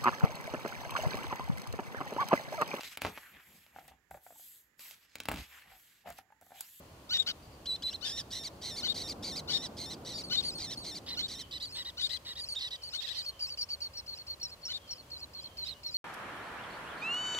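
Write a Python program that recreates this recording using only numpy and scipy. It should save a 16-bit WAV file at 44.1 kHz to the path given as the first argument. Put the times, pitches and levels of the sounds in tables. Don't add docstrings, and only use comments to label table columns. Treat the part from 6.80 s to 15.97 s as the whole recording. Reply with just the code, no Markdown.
import sys
import numpy as np
from scipy import signal
from scipy.fft import rfft, irfft
from scipy.io import wavfile
from scipy.ndimage import uniform_filter1d

SR = 44100
rng = np.random.default_rng(int(sys.argv[2]) if len(sys.argv) > 2 else 0)


def put_to_file(sound):
    columns = np.atleast_2d(sound).T
    safe = np.clip(columns, -1, 1)
    whole_steps = np.round(safe * 32767)
    wavfile.write(sys.argv[1], SR, whole_steps.astype(np.int16))


N = 404397
TIME = np.arange(N) / SR
FREQS = np.maximum(np.fft.rfftfreq(N, 1 / SR), 1)
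SCOOP_S, DROP_S = 0.014, 0.011
SLUR_S = 0.034


def add_rasps(out):
    # (start [s], end [s], warble [Hz], hook [Hz], level [dB])
    rasps = [(1.24, 1.419, 3623, 3576, -39.5), (1.504, 1.688, 4056, 4130, -42),
             (1.813, 2.02, 4230, 4180, -42), (2.141, 2.333, 4225, 4430, -41.5),
             (2.423, 2.608, 4610, 4460, -41), (2.69, 2.876, 3834, 3645, -41.5),
             (2.966, 3.151, 4335, 3720, -44), (3.247, 3.426, 4114, 4430, -45),
             (3.78, 3.951, 4460, 3670, -42), (4.036, 4.191, 4380, 4380, -43.5),
             (4.478, 4.628, 4100, 3910, -44.5)]
    # (frequency [Hz], gain [dB])
    high_throat = [(1700, -11), (2100, -10), (2700, -8), (3600, 6), (4500, 10), (5400, 5), (6200, -4),
                   (7500, -10.5), (8900, -7.5), (10300, -25.5), (12800, -10.5), (15500, -40)]
    hold_hz, warbles_per_s = 3626, 58
    for start, end, warble_hz, hook_hz, level_db in rasps:
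        u = progress(start, end)
        turns_hz = [.6 * warble_hz, .98 * warble_hz, .96 * warble_hz, hold_hz, hold_hz,
                    1.14 * hook_hz, 1.01 * hook_hz, .8 * hook_hz]
        pitch = glide(u, [0, .12, .46, .54, .7, .79, .9, 1], turns_hz)
        pitch *= 1 + .0139 * flutter(len(u), 22)
        cycles = np.cumsum(warbles_per_s * (1 + .247 * flutter(len(u), 24.9))) / SR
        depth = glide(u, [0, .2, .42, .52], [.4, 1, .55, .03])
        warble = depth * (.7 * np.sin(2 * np.pi * cycles) + .55 * flutter(len(u), 110))
        rough = glide(u, [0, .15, .45, .56, .7, .78, .88, 1], [1.1, .8, .7, .28, .33, 1.25, .45, 1])
        db = level_db + glide(u, [0, .14, .42, .56, .7, .8, .92, 1], [-8, 0, 0, -4.5, -4.5, .5, .5, -10])
        note = syrinx(pitch * (1 + .089 * warble) / 2, db + 1.9 * warble, rough, odd_db=1, top_db=3.5,
                      throat=high_throat, doubling=.24 * rough)
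        place(out, start, note, pan_db=-1.3, lag_ms=-.025)


def add_barks(out):
    barks = [(0.29, 0.09, 3744, 3660, -30.5, -35.5, 0.5), (1.208, 0.08, 3560, None, -37.5, None, 14),
             (2.018, 0.061, 4080, 4350, -33.5, -35.5, 4.5), (2.673, 0.058, 4470, 4400, -35, -33.5, 4.5),
             (3.495, 0.069, 4100, 4390, -31, -34, 4.5), (4.36, 0.061, 4140, 4350, -34.5, -41, -3.5),
             (5.168, 0.055, 3920, 4410, -37, -35, 2.5), (6.125, 0.047, 4200, 3670, -36, -47.5, 5),
             (7.874, 0.056, 4050, 4430, -39, -41.5, 1)]
    creak_hz, yelp_hz, yelp_s, lag_ms = 1502, 3750, .042, -.125
    for start, length, cry_hz, top_hz, db, yelp_db, pan_db in barks:
        voice_break, end = start + .49 * length, start + length
        u = progress(start, voice_break + .0037)
        pitch = creak_hz * glide(u, [0, .45, 1], [.74, .96, 1.03])
        level = db + glide(u, [0, .45, 1], [-16.5, -4.5, -1.5])
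        creak = syrinx(pitch, level, rough=.33, odd_db=0, top_db=-11)
        place(out, start, creak, pan_db, lag_ms)

        u = progress(voice_break, end - .004)
        pitch = cry_hz * glide(u, [0, .3, 1], [1.01, 1.025, .97])
        rough = glide(u, [0, .5, 1], [.8, .4, .8])
        cry = syrinx(pitch / 2, db, rough, odd_db=-1, top_db=-15, rise=.0014, fall=.002, doubling=.41)
        place(out, voice_break, cry, pan_db, lag_ms)
        if top_hz is None:
            continue
        swell_db = 11.5 - .0109 * (top_hz - yelp_hz)
        yelp = whistle(yelp_s, 3586, yelp_hz, 3676, yelp_db, swell_db, rough=.17)
        place(out, end - SCOOP_S, yelp, pan_db + 8, lag_ms)
        if top_hz > 1.1 * yelp_hz:
            pitch = top_hz * arc(progress(0, yelp_s), 1.02, 1.01, .94)
            upper_voice = syrinx(pitch / 2, yelp_db - 2.5, rough=.33, odd_db=-13, top_db=-9)
            place(out, end + .004, upper_voice, pan_db, lag_ms)
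    start, end = .461, .519
    u = progress(start, end)
    pitch = creak_hz * arc(u, .92, 1.03, .89)
    level = -32 + glide(u, [0, .2, .72, 1], [-14, -.5, -3, -8])
    grunt = syrinx(pitch, level, rough=1, odd_db=0, top_db=-14.5, doubling=.19)
    place(out, start, grunt, pan_db=4, lag_ms=lag_ms)


def add_whistles(out):
    # (start [s], end [s], pitch at the ends [Hz], middle pitch [Hz], level [dB], pan [dB])
    whistles = [(0.869, 0.957, 4055, 3944, -37.5, -1), (1.035, 1.097, 4060, 3990, -37.5, 1),
                (1.141, 1.156, 4050, 4200, -40.5, -2), (5.758, 5.788, 3780, 3620, -39.5, -3.5),
                (8.854, 8.933, 3810, 4224, -47, -8)]
    # (start [s], lowest pitch [Hz], level [dB])
    slurs = [(1.104, 5430, -48)]
    for start, end, edge_hz, middle_hz, db, pan_db in whistles:
        note = whistle(end - start, edge_hz, middle_hz, edge_hz, db, swell_db=4.5, rough=.12)
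        place(out, start - SCOOP_S, note, pan_db, lag_ms=-.02)
    for start, hz, db in slurs:
        place(out, start, slur(hz, db), lag_ms=-.02)


def whistle(length, first_hz, middle_hz, last_hz, db, swell_db, rough):
    t = np.arange(int((SCOOP_S + length + DROP_S) * SR)) / SR - SCOOP_S
    scoop = np.clip((.003 - t) / SCOOP_S, 0, 1)
    drop = np.clip((t - length) / DROP_S, 0, 1)
    pitch = glide(t / length, [0, .24, .42, .6, .88], [first_hz, first_hz, middle_hz, middle_hz, last_hz])
    pitch *= 1 - .27 * scoop - .21 * drop
    loose = np.minimum(3 * (scoop + drop), 1)
    level = db + swell_db * glide(t / length, [.16, .52, .84], [0, 1, 0]) - 8 * loose
    return syrinx(pitch / 2, level, rough + .5 * loose, odd_db=-19 * (1 - loose), top_db=-7 + 5 * loose,
                  rise=.0031, fall=.0049)


def add_squawks(out):
    # (start [s], end [s], pitch [Hz], level [dB], roughness, pan [dB], second syllable or not)
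    squawks = [(1.071, 1.098, 3930, -45, 1.2, -2, False), (3.623, 3.686, 4320, -47.5, 1.07, 0.5, False),
               (4.262, 4.362, 4040, -42.5, 0.86, -0.5, False),
               (4.709, 4.786, 3984, -42.5, 0.67, -1.5, True), (4.949, 5.034, 3935, -41.5, 0.71, -0.5, True),
               (5.291, 5.376, 4050, -38, 0.58, 10, False), (5.449, 5.54, 3857, -44, 0.69, -0.5, True),
               (5.785, 5.892, 3910, -40, 0.853, -1.5, True), (6.203, 6.272, 3793, -41.5, .9, -10, False),
               (6.266, 6.336, 3870, -39.5, 0.77, 8, False), (6.33, 6.425, 3980, -43.5, 1, -4.5, False),
               (8.85, 8.921, 4000, -48.5, 1.48, -5.5, False)]
    for start, end, hz, db, rough, pan_db, paired in squawks:
        lag_ms = .15 * abs(pan_db)
        place(out, start, squawk(end - start, hz, db, rough), pan_db, lag_ms)
        if paired:
            place(out, end + .013, squawk(.06, hz, db - 1.5, rough=.42), pan_db, lag_ms)


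def squawk(length, hz, level_db, rough):
    # (frequency [Hz], gain [dB])
    full_throat = [(1000, -20), (1500, -16.5), (1950, -1), (2500, -24), (3100, 1.5), (4000, 9), (4700, 7.5),
                   (6000, -10.5), (8500, -10.5), (10300, -30), (12800, -16.5), (15500, -41)]
    quavers_per_s, growth_db = 62, 3.5
    u = progress(0, length)
    pitch = hz * glide(u, [0, .2, .8, 1], [.76, 1, 1, .72])
    strain = rough * glide(u, [0, .5, .75, 1], [1.05, .99, .4, 1.1])
    cycles = np.cumsum(quavers_per_s * (1 + .3 * flutter(len(u), 40))) / SR
    swing = signal.sawtooth(2 * np.pi * cycles, .7) + .5 * flutter(len(u), 120)
    quaver = 1 + strain * glide(u, [0, .45, .65, 1], [.11, .11, .025, .025]) * swing
    db = level_db + growth_db * (u - .5) + glide(u, [0, .22, .75, 1], [-6.5, 1, 1, -10])
    croak = .61 * strain * (1 + .5 * flutter(len(u), 56))
    return syrinx(pitch * quaver / 2, db, .79 * strain, odd_db=-4, top_db=-2.5, rise=.0011,
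                  throat=full_throat, doubling=croak)


def add_peeps(out):
    peeps = [(3.337, 0.06, 4540, -45, -48), (3.634, 0.074, 4430, -39, -45),
             (3.969, 0.067, 4360, -46.5, None), (4.817, 0.067, 4420, -44, -45),
             (5.21, 0.069, 4570, -45, -46.5), (5.586, 0.062, 4580, -42, -41),
             (6.031, 0.062, 4470, -44.5, -44.5), (6.369, 0.052, 4450, -40, -39.5),
             (6.605, .058, 4665, -37.5, -42), (6.785, 0.047, 4674, -36, None),
             (6.9, 0.051, 4530, -39, None), (7.016, 0.058, 4510, -40, None),
             (7.146, .059, 4450, -45.5, None), (7.274, 0.074, 4465, -43.5, -49),
             (7.478, 0.064, 4450, -42, None), (7.609, 0.064, 4360, -45.5, -49),
             (7.827, 0.039, 4450, -51.5, None), (8.088, 0.053, 4470, -49, -51),
             (8.313, .06, 4340, -45, -44), (8.545, 0.058, 4354, -45.5, -44), (8.782, .06, 4350, -40.5, -44),
             (9.044, 0.062, 4330, -41.5, -35)]
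    # (time [s], excitement [0-1])
    mood = [(5.7, 1), (6.8, 0.53), (7.6, 0.12)]
    # (start [s], level [dB])
    second_tones = [(6.812, -47.5), (7.17, -51), (7.628, -45), (7.851, -46.5), (8.107, -47.5),
                    (9.065, -56.5)]
    flick_s, second_tone_hz, lag_ms = .012, 5565, -.14
    for start, length, hz, db, second_db in peeps:
        excitement = np.interp(start, *np.transpose(mood))
        overtones_db = -20 + 24 * excitement
        arch = .96 + .08 * excitement
        u = progress(0, flick_s)
        flick = syrinx(hz * (.47 + .209 * u), db - 9 + 5 * u, rough=.16, odd_db=.57, top_db=-8,
                       rise=.001, fall=.004)
        first = peep(length, hz, (1, arch, .94), db, overtones_db)
        notes = [(start - flick_s, flick), (start - .002, first)]
        if second_db is not None:
            dip = slur(1.08 * hz, db - 7.5)
            second = peep(.032 + .024 * excitement, hz, (1.005, .98, .945), second_db, overtones_db)
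            notes += [(start + length, dip), (start + length + SLUR_S, second)]
        for at, note in notes:
            place(out, at, note, lag_ms=lag_ms)
    for start, db in second_tones:
        u = progress(0, .034)
        pitch = second_tone_hz * (1.015 - .048 * u)
        tone = syrinx(pitch / 2, db + 9 - 6 * u, rough=.17, odd_db=-27, top_db=-28, rise=.0033)
        place(out, start, tone, lag_ms=lag_ms)


def peep(length, hz, pitch_ratios, db, overtones_db):
    fade_db, waver_db = 3, 2.5
    u = progress(0, length + .0062)
    level = db - fade_db * (u - .5) + waver_db * flutter(len(u), 45)
    pitch = hz * arc(u, *pitch_ratios)
    return syrinx(pitch / 2, level, rough=.25, odd_db=-13.5, top_db=overtones_db, rise=.0081, fall=.0053)


def slur(hz, db):
    bend = (2 * progress(0, SLUR_S) - .92) ** 2
    return syrinx(hz / 2 * (1 + .141 * bend), db + 4 * (bend - .5), rough=.53, odd_db=-.5, top_db=-7,
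                  rise=.0079, fall=.00073)


def syrinx(fundamental, db, rough, odd_db, top_db, rise=.0042, fall=.0031, throat=None, doubling=0):
    # (frequency [Hz], gain [dB])
    usual_throat = [(1000, -3), (1500, -10), (1950, -13), (2500, -12), (3100, 5), (4000, 9), (4700, 4),
                    (6000, -3), (8500, -11), (10300, -20), (12800, -20), (15500, -44)]
    size = len(fundamental)
    jitter = .018 * flutter(size, 900) + .034 * flutter(size, 200)
    fundamental = fundamental * (1 + rough * jitter + .0027 * flutter(size, 86))
    phase = 2 * np.pi * np.cumsum(fundamental) / SR
    voice, power = 0, 0
    for k in range(1, 11):
        hz = np.maximum(k * fundamental, 1)
        brightness_db = top_db * np.interp(hz, [4900, 7400, 9700, 12300], [0, 1, 1, 0])
        harmonic_db = at_hz(throat or usual_throat, hz) + odd_db * (k % 2) + brightness_db
        gain = from_db(harmonic_db) * (hz < SR * .4)
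        voice += gain * np.sin(k * phase)
        power += gain ** 2 / 2
    voice /= np.sqrt(uniform_filter1d(power, size=300))
    tremor = .12 * flutter(size, 70)
    chaos = rough * .57 * flutter(size, 840)
    alternation = 1 + np.clip(doubling, 0, 1) * np.sin(phase / 2)
    shake = rms_one(alternation * (1 + np.tanh(chaos + tremor)))
    t = np.arange(size) / SR
    gate = np.clip(t / rise, 0, 1) * np.clip((t[-1] - t) / fall, 0, 1)
    return voice * shake * gate * from_db(db)


def flutter(size, rate_hz):
    lowpass = signal.butter(2, rate_hz, fs=SR, output="sos")
    return rms_one(signal.sosfilt(lowpass, rng.standard_normal(size + 4000))[4000:])


def progress(start, end):
    return np.linspace(0, 1, int(max(end - start, .005) * SR))


def glide(u, knots, values):
    return uniform_filter1d(np.interp(u, knots, values), size=160, mode="nearest")


def arc(u, first, middle, last):
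    return np.polyval(np.polyfit([1 / 8, 1 / 2, 7 / 8], [first, middle, last], 2), u)


def from_db(db):
    return 10 ** (np.asarray(db) / 20)


def rms_one(x):
    return x / np.sqrt(np.mean(x ** 2) + 1e-20)


def at_hz(points, hz):
    knots_hz, values = np.transpose(points)
    return np.interp(np.log(hz), np.log(knots_hz), values)


def place(out, start, note, pan_db=0, lag_ms=0):
    gains = rms_one(from_db([pan_db / 2, -pan_db / 2]))
    for side, gain, delay in zip(out, gains, [lag_ms / 2000, -lag_ms / 2000]):
        at = max(round((start + delay) * SR), 0)
        side[at:at + len(note)] += gain * note[:max(N - at, 0)]


def far_birds():
    # (start [s], end [s], first pitch [Hz], level [dB])
    far_calls = [(0.618, 0.675, 4740, -65), (0.718, 0.76, 4760, -63.5), (1.72, 1.764, 4570, -64),
                 (4.546, 4.685, 3216, -62), (5.894, 6.09, 3204, -66.5), (6.395, 6.627, 3270, -67),
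                 (7.98, 8.195, 3307, -67), (8.218, 8.293, 3370, -67), (8.556, 9.02, 3310, -68.5)]
    out = np.zeros((2, N))
    for start, end, hz, db in far_calls:
        pitch = hz * (1 - .21 * np.sqrt(end - start) * progress(start, end))
        level = db + 3 * flutter(len(pitch), 25)
        note = syrinx(pitch / 2, level, rough=.71, odd_db=-23, top_db=-32, rise=.0054, fall=.051)
        place(out, start, note)
    return from_db(-5) * out + from_db(-1) * scatter(out, t60=.25, delay=.003)


def near_echoes(calls):
    # (left delay [ms], right delay [ms], gain [dB])
    bounces = [(1.296, 1.9, -15.5), (3.7, 2.9, -19), (6.102, 7.3, -10)]
    out = np.zeros((2, N))
    for *delays_ms, db in bounces:
        for side, ms in enumerate(delays_ms):
            out[side] += from_db(db) * np.interp(TIME - ms / 1000, TIME, calls[side], left=0)
    return out


def scatter(calls, t60, delay):
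    t = np.arange(int(SR * .8)) / SR
    cloud = rng.standard_normal((2, len(t))) * from_db(-60 * t / t60) * (t > delay)
    cloud /= np.sqrt(np.sum(cloud ** 2, axis=1, keepdims=True))
    return signal.fftconvolve(calls.mean(axis=0)[None], cloud, axes=1)[:, :N]


def distant_rumble():
    # (time [s], body level [dB], upper level [dB])
    swell = [(0.0, -59, -57), (0.05, -60.5, -61), (1.5, -57.5, -58), (2.48, -49.5, -51),
             (4.39, -54.5, -57.5), (4.65, -60.5, -63.5), (6.13, -70.5, -64.5), (8.84, -65, -63),
             (9.17, -68.5, -66)]
    # (frequency [Hz], spectral level [dB])
    colour = [(15, -37), (25, -17), (49, -8.5), (71, -3.5), (114, -3.5), (173, -1.5), (255, -2.5),
              (400, -2.5), (510, -2), (624, -3), (751, -4), (1330, -12.5), (1400, -8), (1820, -15),
              (3080, -120)]
    times, *levels = np.transpose(swell)
    body_db, upper_db = (np.interp(TIME, times, level) for level in levels)
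    deep_db = -61 + .54 * (body_db - body_db.mean())
    out = np.zeros((2, N))
    for db, low_hz, high_hz in [(deep_db, 22, 125), (body_db, 120, 373), (upper_db, 400, 1330)]:
        band = 1 / np.sqrt((1 + (low_hz / FREQS) ** 10) * (1 + (FREQS / high_hz) ** 10))
        out += from_db(db) * ambient_noise(band * from_db(at_hz(colour, FREQS)))
    return out


def low_drone():
    # (centre [Hz], half-width [Hz], level [dB])
    bands = [(63.5, 8, -67.5), (85.4, 16, -68.5), (569, 46, -71)]
    return sum(from_db(db) * ambient_noise(1 / (1 + ((FREQS - hz) / width) ** 2))
               for hz, width, db in bands)


def air_hiss():
    # (frequency [Hz], spectral level [dB])
    colour = [(530, -42), (900, -6), (1080, -0.5), (1320, -8), (2370, -9.5), (2730, -7.5), (3190, -9),
              (3860, -13), (4240, -8), (5720, -15), (6000, -13.5), (9670, -18.5), (15600, -19.5)]
    return from_db(-60.5) * ambient_noise(from_db(at_hz(colour, FREQS)) * (FREQS > 400))


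def ambient_noise(spectrum):
    # (frequency [Hz], correlation [0-1])
    likeness = [(60, .9999), (120, 0.97), (250, 0.97), (500, 0.8), (1000, 0.26), (2500, 0), (8000, 0.15)]
    alike = at_hz(likeness, FREQS)
    mid, side = rfft(rng.standard_normal((2, N)))
    pair = np.sqrt(1 + alike) * mid + np.sqrt(1 - alike) * side * [[1], [-1]]
    return rms_one(irfft(spectrum * pair, N))


def scene():
    calls = np.zeros((2, N))
    add_barks(calls)
    add_whistles(calls)
    add_rasps(calls)
    add_squawks(calls)
    add_peeps(calls)
    calls += far_birds()
    rocks = from_db(-12) * scatter(calls, t60=.025, delay=.0005)
    shore = from_db(-25) * scatter(calls, t60=.55, delay=.015)
    background = air_hiss() + distant_rumble() + low_drone()
    return from_db(1.5) * calls + near_echoes(calls) + rocks + shore + background


def record(dry):
    cutoff_hz = 15600
    return irfft(rfft(dry) / np.sqrt(1 + (FREQS / cutoff_hz) ** 200), N)


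dry = scene()
out = record(dry)
put_to_file(out)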